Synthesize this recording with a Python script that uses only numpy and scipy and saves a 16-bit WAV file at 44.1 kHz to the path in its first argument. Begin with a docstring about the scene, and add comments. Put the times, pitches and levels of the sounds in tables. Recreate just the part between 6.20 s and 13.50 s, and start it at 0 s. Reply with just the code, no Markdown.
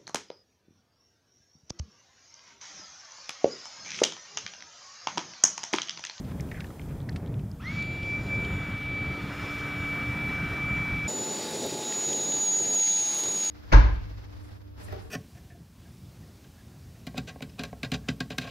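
"""On a windy lake shore, wind rumbles on the microphone over a thin hiss while hands crinkle and drag a raft's fabric.
A small battery pump then starts: its motor spins up against air drag, its eight-bladed impeller sounds a tone
with overtones and shaft hum, and turbulent air rushes through the resonant casing. After a cut the playback runs
three times as fast: pump tones and noise spectra rise threefold, while sharp, mostly brighter cracks go on."""
import sys
import numpy as np
from scipy import signal
from scipy.fft import irfft, next_fast_len
from scipy.io import wavfile

SR = 44100
rng = np.random.default_rng(int(sys.argv[2]) if len(sys.argv) > 2 else 0)


def rack_gain(trim_db):
    """Turn a fader trim in dB into the linear factor to multiply a signal by."""
    fader = np.asarray(trim_db, float)
    return 10 ** (fader / 20)


def wav_out(sig):
    """Save sig, one row per channel (or a flat mono array), as 16-bit PCM at SR to the path in sys.argv[1]."""
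    wavfile.write(sys.argv[1], SR, np.round(np.clip(np.atleast_2d(sig).T, -1, 1) * 32767).astype(np.int16))


N = 321930   # length [samples]
CUT_S, SPEED_UP = 4.877, 3   # time of the cut [s], playback speed after it


def rms_one(x):
    """Normalisation: scales a signal to unit root-mean-square."""
    return x / np.sqrt(np.mean(x ** 2) + 1e-20)


def in_time(rows):
    """Linear interpolation of each column of a time table, sample by sample."""
    seconds, *columns = np.transpose(rows)
    return [np.interp(np.arange(N) / SR, seconds, column) for column in columns]


def at_hz(points, hz):
    """Interpolation of a spectrum along a logarithmic frequency axis."""
    table_hz, table_db = np.array(points).T
    return np.interp(np.log(hz), np.log(table_hz), table_db)


def drift(rate, size):
    """Low-pass random process: white noise through a double real pole at rate [Hz], spread 1."""
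    pole = np.exp(-80 * np.pi * rate / SR)   # computed at every 40th sample
    white = rng.standard_normal(size // 40 + 2002)
    slow = signal.lfilter([1], [1, -2 * pole, pole * pole], white)[2000:]
    return np.interp(np.arange(size) / 40, np.arange(len(slow)), rms_one(slow))


def played(colour_db, low_hz, high_hz, lumpy_db, lumps_per_s):
    """Time scaling of coloured noise: true speed, then faster after the cut, so spectrum and lumps both scale.

    Before the lumps, the band from low_hz to high_hz has rms 1 at its true frequencies."""
    cut = round(CUT_S * SR)
    band = np.arange(low_hz, min(high_hz, SR / 2), 2)
    power = 2 * np.sum(rack_gain(2 * colour_db(band)))
    parts = []
    for speed, length in [(1, cut), (SPEED_UP, N - cut)]:
        size = next_fast_len(length)
        true_hz = np.maximum(np.fft.rfftfreq(size, speed / SR), 1)
        real, imaginary = rng.standard_normal((2, len(true_hz)))
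        spectrum = (real + 1j * imaginary) * rack_gain(colour_db(true_hz))
        noise = irfft(spectrum, size) * np.sqrt(size * SR / speed / power) / 2
        lumps = rack_gain(lumpy_db * drift(speed * lumps_per_s, length))
        parts.append(noise[:length] * lumps)
    return np.concatenate(parts)


def impeller():
    """Blade-passing principle: tone, overtones, hum and shaft orders are phase-locked to one unsteady rotation."""
    # full-speed blade-passing frequency, sagging as the raft fills, tripled after the cut: (time [s], frequency [Hz])
    full_speed = [(2.15, 2325), (2.475, 2302), (2.69, 2313), (3.09, 2308), (3.3, 2317), (3.6, 2303),
                  (3.95, 2316), (4.3, 2314), (4.52, 2321), (4.7, 2310), (4.876, 2314), (4.878, 6930),
                  (4.98, 6968), (5.19, 6930), (5.38, 6885), (5.46, 6832), (5.53, 6845), (5.63, 6793),
                  (5.78, 6838), (5.92, 6771), (6.09, 6757), (6.15, 6792), (6.23, 6745), (6.33, 6738),
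                  (6.39, 6783), (6.45, 6745), (6.54, 6746), (6.67, 6683), (6.77, 6706), (6.85, 6645),
                  (6.9, 6680), (6.99, 6674), (7.09, 6740), (7.2, 6710)]
    # swelling and fading blade tone: (time [s], rms level [dB])
    blade_tone = [(1.405, -50), (1.425, -55), (1.46, -40), (1.51, -36.5), (1.535, -44.5), (1.61, -30.5),
                  (1.65, -37.5), (1.79, -39.5), (1.95, -30.5), (2.005, -38.5), (2.04, -49), (2.13, -29.5),
                  (2.28, -36.5), (2.475, -40), (2.78, -32.5), (2.93, -37.5), (3.11, -46), (3.3, -37),
                  (3.54, -37), (3.72, -33), (3.95, -35), (4.1, -32.5), (4.28, -36), (4.5, -31), (4.87, -33),
                  (5.14, -36), (5.29, -43.5), (5.36, -39.5), (5.62, -41), (5.7, -33.5), (5.92, -29.5),
                  (6.06, -31), (6.35, -24), (6.45, -28.5), (6.61, -23), (6.77, -25.5), (6.98, -29),
                  (7.15, -28.5)]
    # blade overtones before the casing lifts them: (time [s], second rms level [dB], third rms level [dB])
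    overtones = [(1.41, -65, -86), (1.5, -70, -68), (1.6, -62, -65), (2.0, -70, -71.5), (2.35, -71, -62),
                 (2.6, -75, -80), (2.9, -63.5, -69), (3.3, -74, -67.5), (3.7, -69.5, -65.5),
                 (4.2, -75, -75), (4.87, -72, -70)]
    # casing resonances lifting an overtone that sweeps through: (centre [Hz], width at half lift [Hz], lift [dB])
    swept_resonances = [(2600, 900, 10), (4220, 180, 21.5), (5750, 500, 17)]
    # hum at one cycle per shaft turn: (time [s], rms level [dB])
    shaft_hum = [(1.4, -54.5), (2.2, -48), (3.0, -43.5), (4.87, -46.5), (6.3, -48), (7.3, -50.5)]
    # faint multiples of the shaft rate: (order [cycles per turn], peak level [dB])
    shaft_orders = [(3, -70), (5, -68), (6, -69), (7, -66), (9, -69)]
    blades = 8
    switch_on_s, spin_up_s = 1.354, .081
    heard_from_s, fade_in_s = 1.394, .01

    t = np.arange(N) / SR
    # torque against quadratic air drag gives a tanh run-up
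    run_up = np.tanh(np.maximum(t - switch_on_s, 1e-4) / spin_up_s)
    blade_hz = in_time(full_speed)[0] * run_up
    shaft_hz = blade_hz / blades * (1 + .0004 * drift(25, N))
    turns = 2 * np.pi * np.cumsum(shaft_hz) / SR   # shaft angle [rad]

    def lift(hz):
        return sum(db / (1 + (2 * (hz - centre) / width) ** 2) for centre, width, db in swept_resonances)

    tone_db = in_time(blade_tone)[0] + 0.84 * drift(27, N)
    second_db, third_db = in_time(overtones)
    second_db = second_db + lift(2 * blade_hz) + 2.0 * drift(4.4, N)
    third_db = third_db + lift(3 * blade_hz) + 2.5 * drift(5, N)
    hum_db = in_time(shaft_hum)[0] + 1.2 * drift(6, N)

    tones = rack_gain(tone_db) * np.sin(blades * turns)
    tones += rack_gain(second_db) * np.sin(2 * blades * turns)
    # the third is lifted out of hearing after the cut
    tones += rack_gain(third_db) * np.sin(3 * blades * turns) * (t < CUT_S)
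    tones += rack_gain(hum_db) * np.sin(turns)
    orders = sum(rack_gain(db + 4 * drift(2.6, N)) * np.sin(round(order) * turns) for order, db in shaft_orders)
    heard = np.clip((t - heard_from_s) / fade_in_s, 0, 1)
    return heard * (np.sqrt(2) * tones + orders)   # root 2 turns rms into peak


def air():
    """Turbulent flow noise in three regions, varying as the nozzle is shaded or turned, plus casing resonances."""
    # flow: (time [s], rush level [dB], middle hiss level [dB], top hiss level [dB])
    flow_levels = [(1.42, -58, -62, -70), (1.47, -53.5, -59, -65), (1.59, -50, -53, -61),
                   (1.64, -56.5, -57, -71.5), (2.0, -53, -60, -66), (2.32, -48.5, -56.5, -68),
                   (2.78, -49, -57, -71), (3.24, -45.5, -53.5, -61.5), (3.7, -46.5, -54, -66.5),
                   (4.06, -44.5, -55, -65.5), (4.87, -46.5, -55.5, -65.5), (4.94, -47.5, -57.5, -69),
                   (5.35, -44.5, -54.5, -67), (5.96, -46.5, -58, -65), (6.44, -46.5, -57.5, -65),
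                   (6.72, -44, -56, -65), (6.98, -46, -54, -67), (7.3, -45, -56, -66)]
    # relative spectral density of the flow at true speed: (frequency [Hz], density [dB per Hz])
    air_spectrum = [(60, -70), (240, -23), (700, -11), (1040, -10.5), (1400, -7), (2120, -10.5),
                    (2700, -22.5), (3000, -29.5), (3500, -28), (4200, -41), (4800, -42), (6400, -49),
                    (9000, -73), (12000, -87)]
    # casing and nozzle resonances at true speed: (centre [Hz], width at -6 dB [Hz], level against its region [dB])
    casing_resonances = [(1278, 170, -2), (1540, 140, -7), (1750, 90, -13), (1960, 90, -13),
                         (2470, 100, -11), (2650, 90, -9), (2830, 100, -5), (3110, 100, -5.5),
                         (3350, 100, -5.5), (3480, 90, -6.5), (3690, 110, -8.5), (3870, 90, -12),
                         (4010, 110, -9.5), (4270, 110, -12), (4950, 100, -12), (5170, 120, -6.5),
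                         (5330, 150, -1), (5760, 170, -7)]
    # (lower edge, upper edge, start and end of the band that sets the level), all [Hz] at true speed
    regions = [(1, 2600, 1050, 2150), (2600, 4600, 2600, 4400), (4600, 30000, 4850, 6400)]

    before_flow = (flow_levels[0][0] - .04, -90, -90, -90)
    region_levels = in_time([before_flow] + list(flow_levels))
    out = 0
    for db, (start, stop, low, high) in zip(region_levels, regions):
        def colour(hz):
            skirts = (1 + (start / hz) ** 16) * (1 + (hz / stop) ** 16)
            return at_hz(air_spectrum, hz) - 10 * np.log10(skirts)

        flow = played(colour, low, high, lumpy_db=1.78, lumps_per_s=10.0)
        for centre, width, strand_db in casing_resonances:
            if start < centre < stop:
                def peak(hz):
                    return -20 * np.log10(1 + (2 * (hz - centre) / width) ** 2)

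                strand = played(peak, 1, SR, lumpy_db=2.2, lumps_per_s=1.2)   # comes and goes
                flow = flow + rack_gain(strand_db) * strand
        out = out + rack_gain(db) * flow
    return out


def crinkles():
    """Impulsive excitation: each fold is a click with a noisy tail, heard as a pitched ring and a broader snap."""
    # fabric and plastic fittings under the hands:
    # (time [s], ring peak [dB], pitch [Hz], decay t60 of the driving noise [s], snap against ring [dB])
    handled_folds = [(.117, -37, 1210, 0.029, -1), (.198, -40, 2050, .031, -4),
                     (.2075, -40.5, 5450, 0.015, 5), (.3147, -32, 1980, 0.044, -6.5),
                     (.395, -39, 1460, 0.049, -15), (.405, -40, 2040, 0.035, 10.5),
                     (.4434, -39.5, 1620, 0.027, 1), (.5044, -43, 1310, .02, -2),
                     (.5954, -36.5, 2200, 0.013, -10), (.615, -46, 2800, .035, -4),
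                     (.8025, -44, 3250, .018, -12), (.889, -32, 1750, 0.037, -8),
                     (.894, -32, 4530, 0.0057, -20.5), (.928, -48, 3500, .01, -7),
                     (.96, -46, 2240, 0.062, 14), (1.061, -49.5, 3400, .012, 2),
                     (1.141, -48, 2500, .011, -8), (1.194, -47.5, 2440, 0.036, 0),
                     (1.315, -41.5, 4800, 0.012, -11), (1.625, -37.5, 3800, .03, 0),
                     (1.829, -39, 3000, .03, -5), (2.247, -34, 3180, .04, -10), (5.05, -39, 9700, .015, -3),
                     (5.31, -42, 13300, .015, 7), (5.4635, -31, 13500, .012, -2),
                     (5.724, -41, 1970, .013, 15.5), (5.931, -27, 3200, 0.0091, -1),
                     (6.121, -29, 2960, 0.0086, -4), (6.547, -32, 8800, .011, -6),
                     (6.947, -31, 9500, .01, 3), (7.037, -35, 5000, .012, 15), (7.244, -36, 14000, .01, -4)]
    faint_folds, handling_ends_s = 12, 1.35   # small folds come at random until the motor starts
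    faint_db, faint_spread_db, faint_hz, faint_t60_s, faint_snap_db = -50.5, 2, 3400, 0.01, -10
    snap_low, snap_high = .3, 1.8   # edges of the snap [multiples of the pitch]

    tail = 8000   # samples per fold
    out, t = np.zeros(N + tail), np.arange(tail) / SR
    folds = list(handled_folds)
    for when, size, pitch in rng.random((faint_folds, 3)):
        folds.append((when * handling_ends_s, faint_db + faint_spread_db * size,
                      faint_hz * 2 ** (pitch - .5), faint_t60_s, faint_snap_db))
    noise = rng.standard_normal((len(folds), 2, tail))
    noise[:, :, 0] = 3.0   # the click that opens each fold
    for (s, db, hz, t60, snap_db), (ring_noise, snap_noise) in zip(folds, noise):
        radius, angle = np.exp(-np.pi * .3 * hz / SR), 2 * np.pi * hz / SR
        poles = [1, -2 * radius * np.cos(angle), radius * radius]
        ring = ring_noise * rack_gain(-60 * t / t60)
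        for _ in range(2):   # twice, for steep skirts
            ring = signal.lfilter([1, 0, -1], poles, ring)
        edges = [snap_low * hz, min(snap_high * hz, 17000)]
        snap_filter = signal.butter(2, edges, "band", fs=SR, output="sos")
        snap = signal.sosfilt(snap_filter, snap_noise * rack_gain(-60 * t / (.7 * t60)))
        fold = ring / np.abs(ring).max() + rack_gain(snap_db) * snap / np.abs(snap).max()
        at = round(s * SR)
        out[at:at + tail] += rack_gain(db) * fold
    return out[:N]


def rasps():
    """Sliding friction: fabric dragged over fabric gives grainy band-limited noise while the stroke lasts."""
    # strokes: (start [s], end [s], rms level before the end fades [dB], centre [Hz], width [Hz])
    strokes = [(.04, .12, -60, 2500, 2500), (.342, .392, -48, 1900, 700), (.408, .428, -51, 1900, 600),
               (.68, .73, -59, 1900, 1200), (6.965, 7.012, -47, 10000, 7000)]
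    out = np.zeros(N)
    for start, stop, db, hz, width in strokes:
        at, size = round(start * SR), round((stop - start) * SR)
        t = np.arange(size) / SR
        grains = rng.standard_normal(size) * rack_gain(1.7 * drift(150, size))
        band_filter = signal.butter(2, [hz - width / 2, hz + width / 2], "band", fs=SR, output="sos")
        band = signal.sosfilt(band_filter, grains)
        fades = np.clip(np.minimum(t, stop - start - t) / .004, 0, 1)   # 4 ms at each end
        out[at:at + size] += rack_gain(db) * rms_one(band) * fades
    return out


def wind():
    """Turbulent pressure on the microphone: a lumpy low rumble, and an upper rustle that keeps its own pace."""
    # wavering loudness of the wind noise: (time [s], low rumble level [dB], upper rustle level [dB])
    wind_levels = [(0, -35.5, -50), (.34, -36, -50), (.57, -42.5, -52), (.7, -35, -50.5), (1.1, -33.5, -48),
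                   (1.4, -36, -59), (1.65, -33.5, -48), (1.77, -37.5, -49), (2.2, -31.5, -44),
                   (2.66, -37.5, -52.5), (2.76, -33, -47.5), (3.45, -38.5, -48.5), (4.2, -34, -47.5),
                   (4.86, -33.5, -50), (4.97, -36, -50.5), (5.3, -39.5, -49), (5.47, -36.5, -57),
                   (5.8, -41.5, -49.5), (5.95, -36, -54.5), (6.2, -40, -51), (6.3, -44, -53),
                   (6.5, -38, -52.5), (6.66, -48, -63), (6.93, -47, -51.5), (7.05, -39.5, -50),
                   (7.3, -45.5, -54.5)]
    # relative spectral density of the wind at true speed: (frequency [Hz], density [dB per Hz])
    wind_spectrum = [(12, -104), (20, -17.5), (65, -3), (136, -1), (260, -10.5), (312, -15), (584, -22),
                     (775, -26.5), (1230, -36), (2130, -41), (2500, -41), (3250, -74), (5500, -120)]
    buffet_db, buffets_per_s = 1.68, 7.   # chance buffeting on top of these levels: spread [dB], rate [Hz]
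    crossover_hz = 320

    def rumble_colour(hz):
        return at_hz(wind_spectrum, hz) - 10 * np.log10(1 + (hz / crossover_hz) ** 8)

    def rustle_colour(hz):
        return at_hz(wind_spectrum, hz) - 10 * np.log10(1 + (crossover_hz / hz) ** 8)

    rumble_db, rustle_db = in_time(wind_levels)
    rumble = played(rumble_colour, 30, 250, buffet_db, buffets_per_s)
    rustle = played(rustle_colour, 350, 900, buffet_db / 2, buffets_per_s)
    return rack_gain(rumble_db) * rumble + rack_gain(rustle_db) * rustle


def hiss():
    """Partial coherence: a thin noise common to both channels plus one of opposite sign in left and right."""
    # swelling and sinking hiss up to the cut: (time [s], level [dB])
    hiss_levels = [(0.0, -64.5), (0.57, -63.5), (1.07, -70), (1.97, -67.5), (2.31, -65), (2.73, -68),
                   (3.3, -62.5), (4.87, -64)]
    # relative spectral density at true speed: (frequency [Hz], density [dB per Hz])
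    hiss_spectrum = [(25, -21), (880, 2.5), (1500, -1), (2560, -12), (3220, -7), (4330, -12.5),
                     (4870, -11.5), (15100, -12.5), (16000, -17)]
    # spectral shape of the side signal against the mid: (frequency [Hz], side minus mid [dB])
    side_shape = [(60, -85), (150, -86), (380, -51), (950, -27), (2380, -18), (5980, -9), (15000, -7)]
    fast_db = -57   # level after the cut
    band_hz = 8000, 15500   # band that sets the level, at true speed

    def mid_colour(hz):
        return at_hz(hiss_spectrum, hz)

    def side_colour(hz):
        return mid_colour(hz) + at_hz(side_shape, hz)

    hiss_db = in_time(list(hiss_levels) + [(CUT_S + .01, fast_db)])[0]
    mid = played(mid_colour, *band_hz, lumpy_db=.6, lumps_per_s=9.1)
    side = played(side_colour, *band_hz, lumpy_db=0.0, lumps_per_s=11.0)
    return rack_gain(hiss_db) * (mid + rack_gain(-6.0) * side * [[1], [-1]])


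def scene():
    """Superposition: all but the hiss is central, and the sum dips to silence for a moment at the cut."""
    splice = np.clip(np.abs(np.arange(N) / SR - CUT_S) / 0.0029, 0, 1)   # 2.9 ms down, 2.9 ms up
    return (impeller() + air() + crinkles() + rasps() + wind() + hiss()) * splice


def band_limit(x):
    """A steep low-pass at the top of the band."""
    return signal.sosfilt(signal.butter(12, 16610, fs=SR, output="sos"), x)


def record(dry):
    """Band limiting: a steep elliptic low-pass removes the top of the spectrum."""
    low_pass = signal.ellip(14, .5, 70, 15700, fs=SR, output="sos")   # order, ripple [dB], stop [dB], edge [Hz]
    mix = signal.sosfilt(low_pass, dry)
    return band_limit(mix)


dry = scene()
out = record(dry)
wav_out(out)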